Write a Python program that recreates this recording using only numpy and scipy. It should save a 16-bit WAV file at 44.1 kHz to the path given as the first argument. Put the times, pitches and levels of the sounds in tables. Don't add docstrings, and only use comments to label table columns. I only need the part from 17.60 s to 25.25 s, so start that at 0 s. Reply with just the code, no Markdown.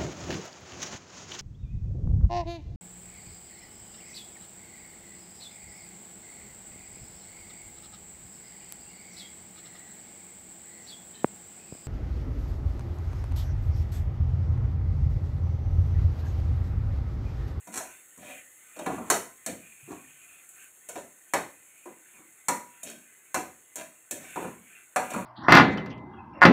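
import sys
import numpy as np
from scipy import signal
from scipy.io import wavfile

SR = 44100
rng = np.random.default_rng(int(sys.argv[2]) if len(sys.argv) > 2 else 0)


def master_out(mix):
    frames = np.transpose(np.atleast_2d(mix))
    ceiling = np.clip(frames, -1, 1)
    pcm = np.round(ceiling * 32767).astype(np.int16)
    wavfile.write(sys.argv[1], SR, pcm)


N = 337365

# frequency in Hz, relative level in dB.
RUSH_TONE = [(25, -50), (50, -18), (100, -2), (250, -1.5), (330, 6), (400, 4.5), (480, 1.5), (800, 1.5),
             (1400, -1.5), (3000, -50)]
# frequency in Hz, seconds to fade by 60 dB.
ECHO_TIMES = [(100, 0.51), (250, 0.35), (700, 0.3), (1800, 0.38), (5000, .31), (13000, 0.43)]
# start in seconds, length in seconds, squelch in dB.
SAUCE_SWEEPS = [(0.080, 0.37, -55.5), (0.598, 0.27, -50), (0.900, 0.72, -55.5), (1.763, 0.64, -59),
                (2.150, 0.94, -60), (2.942, 0.17, -58), (4.053, 0.36, -63), (4.424, 0.23, -61.5),
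                (5.01, 0.54, -60.5), (6.525, 0.49, -49.5), (6.94, 0.37, -58), (7.38, 0.29, -47)]
# frequency in Hz, relative level in dB.
SIZZLE_TONE = [(1000, -32), (3500, -20), (4400, -19.5), (5200, -24.5), (6100, -22.5), (6400, -2), (7500, 1),
               (8900, -1.5), (9400, -6), (10100, -3), (11500, -11), (12700, -6.5), (14000, -14),
               (15400, -9.5)]
# frequency in Hz, relative level in dB.
BUBBLE_TONE = [(300, 0.5), (900, -24), (1250, -8), (1550, -1), (2100, -5.5), (2650, -0.5), (3000, -6),
               (3500, -8.5), (4600, -43)]
# start in seconds, pitch in Hz, level in dB.
MEAT_DROPS = [(0.283, 326, -71), (1.33, 355, -46), (1.885, 480, -50), (2.226, 122, -60),
              (2.285, 368, -50.5), (2.470, 131, -72), (4.26, 330, -49.5), (4.601, 301, -65.5),
              (6.779, 358, -46), (7.004, 194, -66.5), (7.560, 184, -44.5)]
# pitch in Hz, relative level in dB, seconds to fade by 60 dB.
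WOK_NOTES = [(178, -4, 0.55), (240, -32, 1), (510, 0.5, 0.82), (632, 5.5, 0.4), (747, 11, 0.33),
             (970, 9.5, 0.49), (1040, -7, 0.62), (1077, 16, 0.073), (1213, 6, 0.53), (1296, 8, 0.23),
             (1410, 6.5, 0.36), (1718, 11, 0.21), (1990, 3, 0.55), (2263, 6, 0.17), (4330, -2.5, 0.37),
             (7250, -10.5, 0.15), (7434, -13, .2)]
# frequency in Hz, relative level in dB.
FOOD_TONE = [(20, -80), (60, -16.5), (120, -15.5), (190, -7), (420, 1.5), (700, 4.5), (1100, 6),
             (1600, -4.5), (2400, -13), (3300, -21.5), (4100, -14.5), (5200, -13), (7300, -3),
             (15500, -23.5)]
# pitch in Hz, width in Hz, relative level in dB.
WALL_PEAKS = [(246, 230, -1.5), (631, 94, 7), (985, 75, -8), (1590, 190, -7.5), (1768, 57, -2.5),
              (2064, 123, -8), (2466, 236, -5), (2980, 190, -9), (3230, 84, -10.5), (3270, 68, -7),
              (3720, 180, -9), (4430, 110, -10.5), (6850, 2840, -11.5), (12600, 5600, -26)]
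# start in seconds, length in seconds, level in dB, low thud in dB,
# bright tick in dB, share of bare wok wall touched from 0 to 1.
LADLE_DRAGS = [(0.124, 0.094, -45, 6.5, 7.5, 0.26), (0.587, 0.18, -52, 5.5, -3.5, 0.94),
               (1.275, 0.11, -44.5, 12, -8.5, 0.05), (1.402, 0.18, -55, 19, -2, 0.06),
               (1.884, 0.077, -55, 21, -21, 0.2), (2.273, 0.082, -49, 20.5, -4.5, 0.15),
               (3.343, 0.07, -57, 2, 8, 0.4), (4.523, 0.14, -66.5, 20.5, -9, 0),
               (5.254, 0.073, -54.5, 10, 5.5, 1), (6.162, 0.071, -46.5, 4, -1, 0.6),
               (6.542, 0.19, -59.5, 13.5, 5, 0.5), (6.766, 0.14, -45.5, 14.5, -8.5, 0.19),
               (7.512, .11, -38, 16, -14, 0.08)]
# start in seconds, level in dB, low thud in dB, bright tick in dB,
# share of bare wok wall touched from 0 to 1, pitch in Hz that the struck spot favours.
LADLE_KNOCKS = [(0.072, -51.5, 11.5, -1.5, 0.75, 655), (0.198, -44, -4, -9, 0.43, 730),
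                (0.575, -62, 20.5, 6, 0.4, 2260), (1.163, -50.5, 7, -9, 0.6, 563),
                (1.19, -41, 7, -7.5, 0.63, 620), (1.261, -32.5, 15.5, -9, 0.26, 820),
                (1.380, -42, 17, -25, 0, 640), (1.5009, -26.5, 5, 5, 0.12, 1070),
                (1.8624, -42.5, 8.5, 7.5, .87, 1700), (2.890, -81.5, -4, 28.5, .7, 1890),
                (3.288, -49, 2.5, 8.5, 0.77, 676), (3.356, -41, 4.5, -9, 0.59, 713),
                (3.7362, -27.5, 5, -2, 0.35, 2280), (4.256, -49.5, 6, -12, 0.21, 786),
                (4.884, -29, 7.5, 4, 0.04, 980), (5.2318, -54, 8, 19, 1, 2060),
                (5.299, -55.5, 6, 6.5, 1, 2140), (5.7438, -31.5, 6.5, 0, 0.28, 752),
                (6.157, -53, -6, 15, 1, 660), (6.510, -47.5, 6.5, 12.5, 0.98, 1770),
                (6.703, -75.5, -4, 19, .5, 2015), (6.758, -36, 10.5, -15, 0.1, 800),
                (6.843, -43, 17.5, -23, 0, 694), (7.3606, -26, 1, -5.5, 0.08, 745),
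                (7.504, -44, 7, 2, 0.93, 1400), (7.535, -38, 13, -8, 0.1, 1410)]

RASP_PER_TICK = 0.42


def amp(db):
    return 10 ** (np.asarray(db) / 20)


def rms(x):
    return np.sqrt(np.mean(x ** 2) + 1e-20)


def look_up(points, hz):
    f, value = np.transpose(points)
    return np.interp(np.log(hz + 1), np.log(f + 1), value)


def add(mix, start_s, sound):
    part = mix[max(round(start_s * SR), 0):][:len(sound)]
    part += sound[:len(part)]


def colour(x, *tones, size=4096):
    hz = abs(np.fft.fftfreq(size, 1 / SR))
    log_gain = np.log(amp(sum(look_up(points, hz) for points in tones)))
    spectrum = np.exp(np.conj(signal.hilbert(log_gain)))
    taps = np.fft.ifft(spectrum).real[:size // 2]
    return signal.oaconvolve(x, taps)[:len(x)]


def resonate(x, hz, width_hz):
    turn = np.exp(2j * np.pi * np.cumsum(hz) / SR)
    decay = np.exp(-np.pi * width_hz / SR)
    return 2 * (turn * signal.lfilter([1 - decay], [1, -decay], x / turn)).real


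def clicks(count, per_s, spread_db):
    size = amp(spread_db * np.minimum(rng.exponential(1, count), 4)) * rng.choice([-1, 1], count)
    return size * (rng.random(count) < per_s / SR)


def kitchen(level_db=-72):
    rush = colour(rng.standard_normal(N), RUSH_TONE)
    return amp(level_db) * rush / rms(rush)


def echoes(build_cycles=7):
    count = SR * 3 // 4
    hz, t, noise = signal.stft(rng.standard_normal(count), SR, nperseg=256)
    swell = 1 - np.exp(-np.outer(hz + hz[1], t + t[1]) / build_cycles)
    fade = amp(-60 * t / look_up(ECHO_TIMES, hz)[:, None])
    sound = signal.istft(noise * swell * fade, SR, nperseg=256)[1][:count]
    return sound / np.linalg.norm(sound)


def stirring(jostle=0.13, jostle_db=1.9, jostles_per_s=14):
    depth, squelch = np.zeros(N), np.zeros(N)
    for start_s, length_s, level_db in SAUCE_SWEEPS:
        arch = np.sin(np.linspace(0, np.pi, round(length_s * SR)))
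        add(depth, start_s, arch)
        add(squelch, start_s, amp(level_db) * arch)
    lumps = np.interp(np.arange(N) / SR * jostles_per_s, np.arange(400), rng.standard_normal(400))
    return np.minimum(depth, 1) + jostle * lumps, squelch * amp(jostle_db * lumps)


def sizzle(squelch, start_db=-54.5, db_per_s=-0.5, flare_db=-1, echo_db=-1):
    spits = clicks(N, per_s=4400, spread_db=3)
    spits = colour(spits + amp(echo_db) * signal.oaconvolve(spits, echoes())[:N], SIZZLE_TONE)
    calm = amp(start_db + db_per_s * np.arange(N) / SR)
    flare = amp(flare_db) * squelch
    return np.hypot(calm, flare) * spits / rms(spits)


def simmer(depth, squelch, rest_db=-64.5, cycles=8, clump_db=3, echo_db=2, hollow_db=5):
    t, pops = np.arange(SR // 50) / SR, np.zeros(N)
    for hz in np.geomspace(700, 4400, 20):
        clumps = np.interp(np.linspace(0, 60, N), np.arange(61), amp(clump_db * rng.standard_normal(61)))
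        note = np.sqrt(hz) * np.exp(-t * hz / cycles) * np.sin(2 * np.pi * hz * t)
        pops += signal.oaconvolve(clumps * clicks(N, per_s=90, spread_db=2), note)[:N]
    pops = colour(pops + amp(echo_db) * signal.oaconvolve(pops, echoes())[:N], BUBBLE_TONE)
    hollow_hz = 1993 + 460 * depth
    pops = pops + amp(hollow_db) * resonate(pops, hollow_hz, width_hz=260)
    return np.hypot(amp(rest_db), squelch) * pops / rms(pops)


def plop(hz, level_db, cycles=4, rise_per_s=2.55):
    t = np.arange(SR // 10) / SR
    loudness = (1 - np.exp(-t * hz)) * np.exp(-t * hz / cycles)
    note = loudness * np.sin(2 * np.pi * hz * t * (1 + rise_per_s * t))
    response = echoes()
    response[0] += 1
    sound = signal.fftconvolve(note, response)
    return amp(level_db) * sound / rms(sound[:len(t)])


def body_level(x):
    return rms(signal.sosfilt(signal.butter(4, [450, 1400], "band", fs=SR, output="sos"), x))


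def pan_tone(wall):
    f = np.geomspace(20, 16000, 700)
    hz, width_hz, db = np.transpose(WALL_PEAKS)[:, :, None]
    peaks = amp(db) ** 2 / (1 + ((f - hz) / width_hz) ** 2 / 2) ** 4
    wall_db, food_db = 10 * np.log10(peaks.sum(0)), look_up(FOOD_TONE, f)
    lowest_hz = WALL_PEAKS[0][0]
    wall_db += np.minimum(food_db - look_up(FOOD_TONE, lowest_hz), 0) * (f < lowest_hz)
    return np.transpose([f, wall * wall_db + (1 - wall) * food_db])


def spot_tone():
    f = np.arange(150, 16000, 85.)
    spread_db = 4.5 * look_up([(150, .6), (500, 1), (4500, 1), (8000, .5)], f)
    return np.transpose([f, spread_db * np.clip(rng.standard_normal(len(f)), -2, 1.5)])


def softness(thud_db, tick_db):
    return np.clip((thud_db - tick_db) / 20, 0, 1)


def contact_tone(thud_db, rasp_db, tick_db, soft_dip_db=-7):
    edge_db = min(rasp_db, tick_db) + soft_dip_db * softness(thud_db, tick_db)
    return [(260, thud_db), (600, 0), (1150, 0), (2100, rasp_db), (3400, rasp_db),
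            (5200, edge_db), (7000, tick_db)]


def soft_start(t, thud_db, tick_db, steel_s=0.00016, food_s=0.0014):
    return 1.5 - np.exp(-t / (steel_s + food_s * softness(thud_db, tick_db) ** 2))


def wok_ring(spot_hz, reach_octaves=0.11, others_db=-7, others_life=0.57):
    t = np.arange(SR * 3 // 4) / SR
    hz, db, fade_s = np.transpose(WOK_NOTES)[:, :, None]
    near = np.exp(-(np.log2(hz / spot_hz) / reach_octaves) ** 2)
    fade_s = fade_s * (near + others_life * (1 - near))
    waves = np.sin(2 * np.pi * (hz * t + rng.random(hz.shape)))
    return (amp(db + others_db * (3 - near)) * amp(-60 * t / fade_s) * waves).sum(0)


def drag(length_s, level_db, thud_db, tick_db, wall, grit_db=3, ring_db=-7, lumps_per_s=60, lump_db=-1):
    count = round(length_s * SR)
    t = np.arange(count) / SR
    jolts = np.interp(t * lumps_per_s, np.arange(64), rng.uniform(-1, 1, 64))
    pressure = np.interp(t / length_s, [0, .51, 1], [.15, 1, .1]) * amp(lump_db * jolts)
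    slips = pressure * clicks(count, per_s=600, spread_db=3.5)
    response = echoes()
    response[0] += 1
    response = colour(response, pan_tone(wall), spot_tone())
    ring = wok_ring(spot_hz=800)
    response = response / body_level(response) + amp(ring_db) * ring / body_level(ring)
    rasp_db = grit_db + RASP_PER_TICK * tick_db
    sound = colour(signal.fftconvolve(slips, response), contact_tone(thud_db, rasp_db, tick_db))
    return amp(level_db) * sound / body_level(sound[:count])


def knock(level_db, thud_db, tick_db, wall, spot_hz, chatter_s=0.008, ring_db=9, damping_db=-9):
    room = colour(echoes(), [(3000, 1), (7000, -2.6), (14000, -1.9)])
    t = np.arange(len(room)) / SR
    crack = rng.standard_normal(len(t)) * np.exp(-t / chatter_s)
    crack = colour(crack / np.linalg.norm(crack), [(200, -21), (1000, -8), (7000, -1.5)])
    clank = colour(crack + room, pan_tone(wall), spot_tone())
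    head = SR * 6 // 100
    sound = clank / body_level(clank[:head]) + amp(ring_db + damping_db * wall) * wok_ring(spot_hz)
    rasp_db = RASP_PER_TICK * tick_db + 0.3858 * (level_db + 34)
    sound = colour(sound * soft_start(t, thud_db, tick_db), contact_tone(thud_db, rasp_db, tick_db))
    return amp(level_db) * sound / body_level(sound[:head])


def ladle():
    mix = np.zeros(N)
    for source, rows in (knock, LADLE_KNOCKS), (drag, LADLE_DRAGS), (plop, MEAT_DROPS):
        for start_s, *settings in rows:
            add(mix, start_s, source(*settings))
    return mix


def scene():
    depth, squelch = stirring()
    return (ladle() + sizzle(squelch) + simmer(depth, squelch) + kitchen())[None]


def record(dry, dip_db=-16, low_cut_hz=55, high_cut_hz=15650):
    heard = colour(dry[0], [(4500, 0), (4750, dip_db), (4950, dip_db), (5300, 0)])
    heard = signal.sosfilt(signal.butter(2, low_cut_hz, "high", fs=SR, output="sos"), heard)
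    treble_cut = signal.firwin(511, high_cut_hz, window=("kaiser", 9), fs=SR)
    return signal.oaconvolve(heard, treble_cut, "same")[None]


dry = scene()
out = record(dry)
master_out(out)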